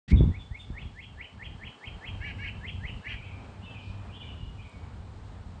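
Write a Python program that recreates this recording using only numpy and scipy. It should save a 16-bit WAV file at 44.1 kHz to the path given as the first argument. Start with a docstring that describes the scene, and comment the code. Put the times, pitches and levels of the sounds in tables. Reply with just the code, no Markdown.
"""A hand-held phone is bumped and gripped in a garden; then a light breeze rumbles and softly buffets its
microphone, over distant traffic and faint leaves. From the start a bird gives a quick run of rising
whistles, ever more insistent. From 2.2 s a young woodpecker on the patio gives three nasal squawks, its
voice breaking in each, while a far engine swells. From 3.1 s a songbird sings short sliding notes
further off. Trees and walls echo all the birds."""
import sys
import numpy as np
from scipy import signal
from scipy.fft import rfft, irfft
from scipy.io import wavfile
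from scipy.ndimage import uniform_filter1d

SR = 44100
rng = np.random.default_rng(int(sys.argv[2]) if len(sys.argv) > 2 else 0)


def store_pcm(level_fs):
    """Save levels as 16-bit WAV."""
    pcm = np.round(np.clip(level_fs, -1, 1) * 32767).astype(np.int16)
    wavfile.write(sys.argv[1], SR, np.atleast_2d(pcm).T)


N = 246959
TIME = np.arange(N) / SR

# the slow swell of the outdoor background: time_s, traffic_db, leaves_db
BACKGROUND_LEVELS = [(.3, -62, -73.5), (1.3, -61.5, -75), (2.0, -57.5, -72), (3.1, -58, -72.5),
                     (3.9, -57, -73.5), (4.6, -60, -73), (5.6, -59.5, -73.5)]
# the tone of moving air on the microphone: frequency_hz, level_db
WIND_SPECTRUM = [(20, -20.5), (35, -3), (65, -0.5), (95, 1.5), (140, -10), (220, -12.5), (330, -28),
                 (500, -32), (1000, -73.5)]


def undb(db):
    """Turn decibels into a factor to multiply by."""
    return 10 ** (np.asarray(db) / 20)


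def unit(x):
    """Scale a sound to an average strength (rms) of 1."""
    return x / np.sqrt(np.mean(x ** 2) + 1e-20)


def curve(rows, at, column=1):
    """Read a table column, joining its points with straight lines."""
    rows = np.asarray(rows, float)
    return np.interp(at, rows[:, 0], rows[:, column])


def gain_at(spectrum, hz):
    """How strongly a spectrum table lets these frequencies through."""
    table_hz, db = np.transpose(spectrum)
    return undb(np.interp(np.log(np.maximum(hz, 1)), np.log(table_hz), db))


def noise(spectrum):
    """Noise of strength 1 with the tone of a spectrum table."""
    hz = np.arange(N // 2 + 1) * SR / N
    return unit(irfft(rfft(rng.standard_normal(N)) * gain_at(spectrum, hz), N))


def band(x, low_hz, high_hz, order=2):
    """Keep what lies between two frequencies."""
    edges_hz = [low_hz, min(high_hz, SR / 2 - 1)]
    return signal.sosfilt(signal.butter(order, edges_hz, "band", fs=SR, output="sos"), x)


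def wobble(per_s, size=N):
    """A random drift of roughly 1 either way that turns per_s times a second."""
    step = max(int(SR / per_s), 1)
    return uniform_filter1d(np.repeat(rng.standard_normal(size // step + 1), step), step)[:size]


def add(out, start_s, x):
    """Mix x into out at a given time."""
    i = max(int(start_s * SR), 0)
    out[i:i + len(x)] += x[:max(N - i, 0)]


def soften(x, fade_samples=130):
    """Round off both ends of a note."""
    edge = np.minimum(np.arange(len(x)), np.arange(len(x))[::-1])
    return x * np.sin(np.pi / 2 * np.minimum(edge / fade_samples, 1)) ** 2


def swish(length_s, low_hz, high_hz):
    """A short hiss that swells and fades."""
    size = int(length_s * SR)
    return unit(band(rng.standard_normal(size), low_hz, high_hz) * np.hanning(size))


def leaves(flicker_db=.8):
    """Leaves hiss faintly, with a swish or tick in the garden litter now and then."""
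    leaf_spectrum = [(2000, -17.5), (3000, 0.5), (4000, 2), (5200, -3.5), (6100, -7.5), (7200, -5.5),
                     (8800, -9), (9700, -34.5)]  # tone of the hiss: frequency_hz, level_db
    rustles = [(0.558, .11, -76, 6500, 9300), (3.74, 0.29, -70, 3400, 5000), (4.69, .012, -71, 6500, 9000)]  # swishes and ticks: start_s, length_s, level_db, low_hz, high_hz
    hiss = noise(leaf_spectrum)
    hiss /= np.std(band(hiss, 4690, 7500))  # the level is set for this band
    out = hiss * undb(curve(BACKGROUND_LEVELS, TIME, column=2) + flicker_db * wobble(25))
    for start_s, length_s, db, low_hz, high_hz in rustles:
        add(out, start_s, undb(db) * swish(length_s, low_hz, high_hz))
    return out


def traffic(engine_hz=98.1, wander=.0332, overtone_db=-16, flicker_db=1.72, throb_db=2.5):
    """Far traffic blends into a wash of noise, with the wavering drone of one engine."""
    wash_spectrum = [(40, -13.5), (130, -3), (260, 4.5), (340, -3), (420, 0.5), (560, -3.5), (850, -0.5),
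                     (1400, -7), (2200, -14), (3200, -17.5), (5000, -41)]  # tone of the wash: frequency_hz, level_db
    engine_levels = [(0, -66), (1.9, -71.5), (2.3, -56.5), (2.9, -42), (3.3, -49.5), (3.9, -45), (4.5, -55),
                     (4.8, -58), (5.6, -61)]  # the engine swells and fades: time_s, level_db
    wash = noise(wash_spectrum)
    wash /= np.std(band(wash, 595, 1130))  # the level is set for this band
    wash *= undb(curve(BACKGROUND_LEVELS, TIME) + flicker_db * wobble(10))
    phase = 2 * np.pi * np.cumsum(engine_hz * (1 + wander * wobble(12))) / SR
    drone = unit(np.sin(phase) + undb(overtone_db) * np.sin(2 * phase))
    return wash + drone * undb(curve(engine_levels, TIME) + throb_db * wobble(20))


def breeze(flutter_db=2.0):
    """Swirls of air rumble on the microphone."""
    gusts = [(.3, -39), (.5, -50), (.85, -41.5), (1.0, -48.5), (1.45, -45.5), (2.2, -43), (2.95, -41),
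             (3.4, -44.5), (4.4, -42.5), (5.6, -43.5)]  # strength of the breeze: time_s, level_db
    return noise(WIND_SPECTRUM) * undb(curve(gusts, TIME) + flutter_db * wobble(18))


def bass_dips(x, below_hz=273, steepness=6):
    """The bass drops away for a few brief moments."""
    dips = [(1.289, 0.07, -18), (1.777, 0.15, -31), (2.015, 0.058, -14), (2.877, 0.031, -23),
            (3.035, 0.049, -22), (4.705, 0.058, -20)]  # gaps in the bass: middle_s, length_s, depth_db
    dip_db = sum(db * np.exp(-np.abs(2 * (TIME - middle_s) / length_s) ** steepness)
                 for middle_s, length_s, db in dips)
    bass = signal.sosfiltfilt(signal.butter(2, below_hz, fs=SR, output="sos"), x)
    return x + bass * (undb(dip_db) - 1)


def low_thump(push_s):
    """One soft push from a hand or the air thumps at the microphone; a longer push sounds duller."""
    case_tones = [(62, -21.5, 0.058), (86.1, -3, 0.086), (116, -5.5, 0.1), (159.3, -5.5, 0.055),
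                  (212, -7, 0.033), (288, -9.5, 0.02), (340, -7.5, 0.025), (437, -25.5, 0.012),
                  (820, -21.5, 0.013)]  # how hand and case ring: pitch_hz, level_db, fade_s (to fall 60 dB)
    t = np.arange(SR // 5) / SR
    ring = sum(undb(db - 60 * t / fade_s) * np.sin(2 * np.pi * hz * t) for hz, db, fade_s in case_tones)
    thump = signal.fftconvolve(ring, np.hanning(int(push_s * SR) + 2))
    return -thump / np.abs(thump).max()


def microphone_thumps(hiss_db=-40, hiss_fade_s=.17):
    """Fingers scuff and knock the phone at first; later the breeze softly buffets the microphone."""
    # low thumps on the microphone, handling knocks first, then buffets of breeze: start_s, peak_db, push_s
    thumps = [(.127, -6, 0.005), (.207, -4.5, 0.0016), (.238, -9.5, 0.0023), (0.275, -14, 0.0079),
              (0.508, -23.5, 0.0083), (0.701, -21.5, 0.0032), (.738, -28, 0.011), (.826, -29.5, 0.0047),
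              (0.853, -28.5, 0.0041), (1.515, -32.5, 0.0023), (1.547, -31, .006), (1.87, -31.5, 0.009),
              (1.941, -26.5, 0.0093), (2.083, -30.5, 0.0088), (2.143, -30, 0.011), (2.197, -28.5, 0.011),
              (2.437, -27, 0.008), (2.778, -29, .009), (2.844, -22, 0.007), (2.946, -26.5, 0.0074),
              (3.134, -27, 0.012), (3.895, -29.5, .007), (4.425, -28, 0.0084), (4.867, -31.5, 0.0059)]
    scuffs = [(0.072, 0.03, -54), (0.085, 0.046, -48.5)]  # finger scrapes: start_s, length_s, level_db
    out, t = np.zeros(N), np.arange(SR // 5) / SR
    for start_s, db, push_s in thumps:
        add(out, start_s, undb(db) * low_thump(push_s))
        hiss = unit(band(rng.standard_normal(len(t)), 610, 990))
        add(out, start_s, hiss * undb(db + hiss_db - 60 * t / hiss_fade_s))
    for start_s, length_s, db in scuffs:
        add(out, start_s, undb(db) * swish(length_s, 1500, 4200))
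    return out


def grip(start_s=.108, level_db=-18, ease_db_per_s=-37.5, slips_per_s=440, rumble_db=-2, rub_db=-38):
    """The shifting hand sticks and slips on the case, rubs it and stirs the air at the microphone."""
    swell_s, hold_s, release_s = .0075, .18, .035
    out, t = np.zeros(N), np.arange(SR // 3) / SR
    slips = (rng.random(len(t)) < slips_per_s / SR) * np.sign(rng.standard_normal(len(t)))
    shudder = unit(signal.fftconvolve(slips, low_thump(push_s=.0037))[:len(t)])
    rumble = undb(rumble_db) * unit(noise(WIND_SPECTRUM)[:len(t)])
    rub = undb(rub_db) * unit(band(rng.standard_normal(len(t)), 600, 1500))
    held = np.interp(t, np.cumsum([0, swell_s, hold_s, release_s]), [0, 1, 1, 0])
    add(out, start_s, (shudder + rumble + rub) * held * undb(level_db + ease_db_per_s * t))
    return out


def garden_echo(x, early_db, early_s, late_db, late_s, gap_s=.0038):
    """Walls and paving echo quickly, trees add a long tail; they fall 60 dB in early_s and late_s."""
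    t = np.arange(SR) / SR
    early, late = rng.standard_normal((2, SR)) * np.clip(t / gap_s - 1, 0, 1)
    walls = undb(early_db) * unit(early * undb(-60 * t / early_s))
    trees = undb(late_db) * unit(late * undb(-60 * t / late_s))
    return x + signal.fftconvolve(x, (walls + trees) / np.sqrt(SR))[:N]


def ground_bounce(x, bounce_gain=.069, delay_s=.0024, scatter_db=-4, fade_s=.04):
    """Sound bounces off the ground and scatters from things nearby, which ripples each whistle."""
    bounce = bounce_gain * np.pad(x, (int(delay_s * SR), 0))[:N]
    t = np.arange(SR // 10) / SR
    scatter = unit(rng.standard_normal(len(t)) * undb(-60 * t / fade_s)) / np.sqrt(len(t))
    return x + bounce + undb(scatter_db) * signal.fftconvolve(x, scatter)[:N]


def whistle(hz, waver, flutter_db=.55, overtone_db=-40):
    """A nearly pure tone whose pitch and strength waver."""
    phase = 2 * np.pi * np.cumsum(hz * (1 + waver * wobble(700, len(hz)))) / SR
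    tone = np.sqrt(2) * (np.sin(phase) + undb(overtone_db) * np.sin(2 * phase))
    return soften(tone * undb(flutter_db * wobble(250, len(hz))))


def chirp(length_s, from_hz, to_hz, waver, fullness=0):
    """A short sliding note that swells and fades; fullness keeps it loud for longer."""
    progress = np.linspace(0, 1, int(length_s * SR))
    swell = np.abs(np.sin(np.pi * progress)) ** max(1 - fullness, 0)
    return whistle(from_hz + (to_hz - from_hz) * progress, waver) * swell


def songbird():
    """A far bird's sliding notes and a few soft echoes of them; a wider slide sounds rougher."""
    notes_and_echoes = [ (3.13, 0.075, 2600, 2242, -52), (3.21, 0.061, 2300, 2716, -53),
                        (3.245, 0.077, 2350, 2157, -56.5), (3.233, 0.063, 2930, 3300, -60),
                        (3.29, 0.031, 2724, 2490, -60), (3.318, 0.041, 2403, 2290, -55),
                        (3.612, 0.063, 2700, 3250, -57.5), (3.635, 0.037, 3480, 3600, -59.5),
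                        (3.653, 0.051, 2690, 2626, -50), (3.697, 0.043, 3300, 2870, -54.5),
                        (3.736, 0.06, 2513, 2395, -50.5), (3.78, 0.037, 3210, 2870, -54),
                        (3.82, 0.031, 2456, 2415, -52.5), (4.09, 0.028, 2436, 2500, -57),
                        (4.11, 0.084, 2700, 3550, -52), (4.195, .036, 3105, 2843, -48),
                        (4.21, 0.032, 3315, 3530, -52.5), (4.222, 0.028, 2414, 2320, -52),
                        (4.266, 0.038, 3113, 2758, -49.5), (4.39, .035, 2870, 2860, -55),
                        (4.578, .045, 2416, 2476, -54), (4.61, 0.032, 3030, 3310, -59.5),
                        (4.63, 0.049, 2418, 2170, -57), (4.732, 0.048, 2240, 2280, -61)]  # start_s, length_s, from_hz, to_hz, level_db
    out = np.zeros(N)
    for start_s, length_s, from_hz, to_hz, db in notes_and_echoes:
        waver = .021 + .15 * abs(np.log(to_hz / from_hz))
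        add(out, start_s, chirp(length_s, from_hz, to_hz, waver) * undb(db))
    return out


def whistling_bird(climb_hz_per_s=4000, peep_lead_s=.014, rasp_lead_s=.01793):
    """Each whistle sweeps up ever faster, cracks into a raspy high peep and slides down."""
    # the whistles: knee_s, level_db, top_hz, knee_hz, bend_s, peep_db, fall_db
    # (the knee is the loudest point of the rise; peep_db and fall_db add to level_db)
    calls = [ (.121, -41, 3536, 2170, .036, -6, -33), (.353, -47, 3510, 2195, 0.029, -6.5, -39),
             (0.556, -45, 3500, 2190, 0.026, -5, -22), (.781, -44, 3430, 2153, 0.016, -13, -12),
             (.996, -45, 3230, 2128, 0.017, -6, -12), (1.211, -44.5, 3200, 2182, 0.016, -18, -6.5),
             (1.425, -45.5, 3200, 2080, 0.014, -4.5, -4), (1.637, -44.5, 3210, 2150, 0.014, -7, -5.5),
             (1.843, -45.5, 3167, 2130, 0.017, -3.5, -1.5), (2.048, -43.5, 3180, 2118, 0.016, -3, -3),
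             (2.250, -42, 3080, 2140, .017, -11.5, -11.5), (2.448, -41.5, 3020, 2120, .016, -8, -2),
             (2.655, -41, 3246, 2090, 0.0177, -7.5, -3), (2.854, -41, 3137, 2092, 0.019, -15, -6.5),
             (3.073, -39.5, 3193, 2147, .02, -12.5, -10)]
    rise_shape = [(-.06, -28.5), (-.043, -17.5), (-.028, -13), (-.014, -7), (0, 1.5), (.008, -2),
                  (.015, -6), (.024, -11)]  # loudness of the rise: time_from_knee_s, level_db
    fall_shape = [(-.004, 3200, -27.5), (.002, 3020, 4), (.010, 2660, 0.5), (.018, 2330, 3),
                  (.027, 2100, -28.5)]  # the closing slide: time_s, pitch_hz, level_db
    efforts = [(.1, 0.13), (.55, 0.28), (.78, 0.61), (1.4, .88), (3.1, 0.97)]  # the bird grows insistent: time_s, effort (0 to 1)
    slides, peeps = np.zeros(N), np.zeros(N)
    rise_t = np.arange(rise_shape[0][0], rise_shape[-1][0], 1 / SR)
    fall_t = np.arange(fall_shape[0][0], fall_shape[-1][0], 1 / SR)
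    for knee_s, db, top_hz, knee_hz, bend_s, peep_db, fall_db in calls:
        effort = curve(efforts, knee_s)

        def by_effort(calm, insistent):
            """Blend a setting from calm to insistent."""
            return calm + effort * (insistent - calm)

        base_hz = by_effort(1994, 1755)
        ceiling_hz = top_hz * min(by_effort(.62, 1.08), 1)
        hz = base_hz + climb_hz_per_s * rise_t + (knee_hz - base_hz) * np.exp(rise_t / bend_s)
        rise = whistle(np.minimum(hz, ceiling_hz), waver=by_effort(.024, .036), flutter_db=2.3)
        shape_t = np.where(rise_t < 0, rise_t / by_effort(.87, .95), rise_t)  # shortens the soft start
        add(slides, knee_s + rise_t[0], rise * undb(db + curve(rise_shape, shape_t)))

        turn_s = knee_s + by_effort(.051, .026)  # the voice turns downward here
        fall = whistle(curve(fall_shape, fall_t), waver=.036) * undb(curve(fall_shape, fall_t, column=2))
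        add(slides, turn_s + fall_t[0], fall * undb(db + fall_db))

        peep_s, sag = by_effort(.04, .038), by_effort(.032, .017)
        peep = chirp(peep_s, top_hz * (1 + sag), top_hz * (1 - sag), waver=.034, fullness=.2)
        add(peeps, turn_s - peep_lead_s, band(peep, 1960, top_hz + 170, order=12) * undb(db + peep_db))
        rasp = band(chirp(length_s=.056, from_hz=2900, to_hz=2900, waver=.11), 1940, top_hz, order=12)
        add(peeps, turn_s - rasp_lead_s, rasp * undb(db + by_effort(-23, -6)))
    return slides, peeps


def woodpecker(jitter=.039, hiss_db=-4.5, growl_db=-2, shimmer_db=1.6, stutter_db=2.4, break_span=.12):
    """The throat shapes a stack of overtones into a nasal squawk; the voice breaks and air hisses."""
    # the calls: start_s, length_s, pitch_hz, level_db, roughness (0 to 1), breaks_at (share of length)
    squawks = [(2.203, 0.12, 577.5, -44, 0.5, 0.57), (2.381, 0.11, 574.5, -43.5, 0.7, 0.5),
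               (3.043, .11, 591, -44.5, 0.84, 0.36)]
    arch = [(0, .86, -9.5), (.12, 0.94, -2), (.25, 0.98, -1), (.45, 0.99, 0.5), (.65, 0.995, 3),
            (.88, 0.94, -0.5), (1, 0.88, -1)]  # course of one squawk: progress (0 to 1), pitch_ratio, level_db
    throat = [(550, -36.5), (1150, -19.5), (1700, 0), (2300, 2), (2850, -4.5), (3150, -16), (3450, -32),
              (3900, -22.5), (4600, -25), (5100, -34.5), (5700, -27.5), (7500, -45)]  # tone of the throat: frequency_hz, level_db
    breath = [(900, -41), (1500, -11), (2000, -3.5), (2400, 3), (3000, -6.5), (3400, -28), (3850, -19.5),
              (4600, -24), (5100, -33), (5700, -28), (7000, -49.5)]  # tone of hoarse air: frequency_hz, level_db
    out, hiss = np.zeros(N), noise(breath)
    harmonics = np.arange(1, 11)

    def stack(spectrum, multiples, hz, phase):
        """Tones at multiples of the pitch, each flickering on its own."""
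        return unit(sum(gain_at(spectrum, k * hz) * np.sin(k * phase)
                        * undb(shimmer_db * wobble(170, len(hz))) for k in multiples))

    for start_s, length_s, pitch_hz, db, roughness, breaks_at in squawks:
        size = int(length_s * SR)
        progress = np.linspace(0, 1, size)
        breaking = np.clip((progress - breaks_at) / break_span + .5, 0, 1)
        hoarse = np.clip(roughness * breaking, .17, .95)  # even the clear start is a little rough
        hz = pitch_hz * curve(arch, progress) * (1 + jitter * hoarse * wobble(300, size))
        phase = 2 * np.pi * np.cumsum(hz) / SR
        voice = stack(throat, harmonics, hz, phase)
        # in a broken voice every other vibration differs, adding tones between the harmonics
        growl = stack(breath, harmonics + .5, hz, phase)
        puffs = unit(hiss[int(start_s * SR):][:size] * undb(4 * np.cos(phase / 2)))
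        stutter = unit(undb(stutter_db * wobble(260, size)))
        broken = (undb(growl_db) * growl + undb(hiss_db) * puffs) * stutter
        call = np.sqrt(1 - hoarse ** 2) * voice + hoarse * broken
        add(out, start_s, soften(call) * undb(db + curve(arch, progress, column=2)))
    return out


def scene():
    """Birds at three distances, with leaves, traffic, breeze and the hand on the phone."""
    slides, peeps = whistling_bird()
    birds = garden_echo(ground_bounce(slides), early_db=-9, early_s=.39, late_db=-22.5, late_s=1.0)
    birds += garden_echo(peeps, early_db=-.5, early_s=.43, late_db=-10, late_s=1.0)
    birds += garden_echo(woodpecker(), early_db=-6, early_s=.12, late_db=-17.5, late_s=.9)
    birds += garden_echo(songbird(), early_db=-3.5, early_s=.39, late_db=-1, late_s=1.18)
    return (birds + grip() + leaves() + bass_dips(microphone_thumps() + breeze() + traffic()))[None]


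def record(dry, opens_s=.078, low_cut_hz=32, high_cut_hz=9400):
    """The phone opens its microphone after a moment, thins the deepest bass and cuts the top treble."""
    opened = np.clip((TIME - opens_s) * 200, 0, 1)
    thinned = signal.sosfilt(signal.butter(4, low_cut_hz, "high", fs=SR, output="sos"), dry * opened)
    return signal.sosfilt(signal.ellip(8, .2, 70, high_cut_hz, fs=SR, output="sos"), thinned)


dry = scene()
out = record(dry)
store_pcm(out)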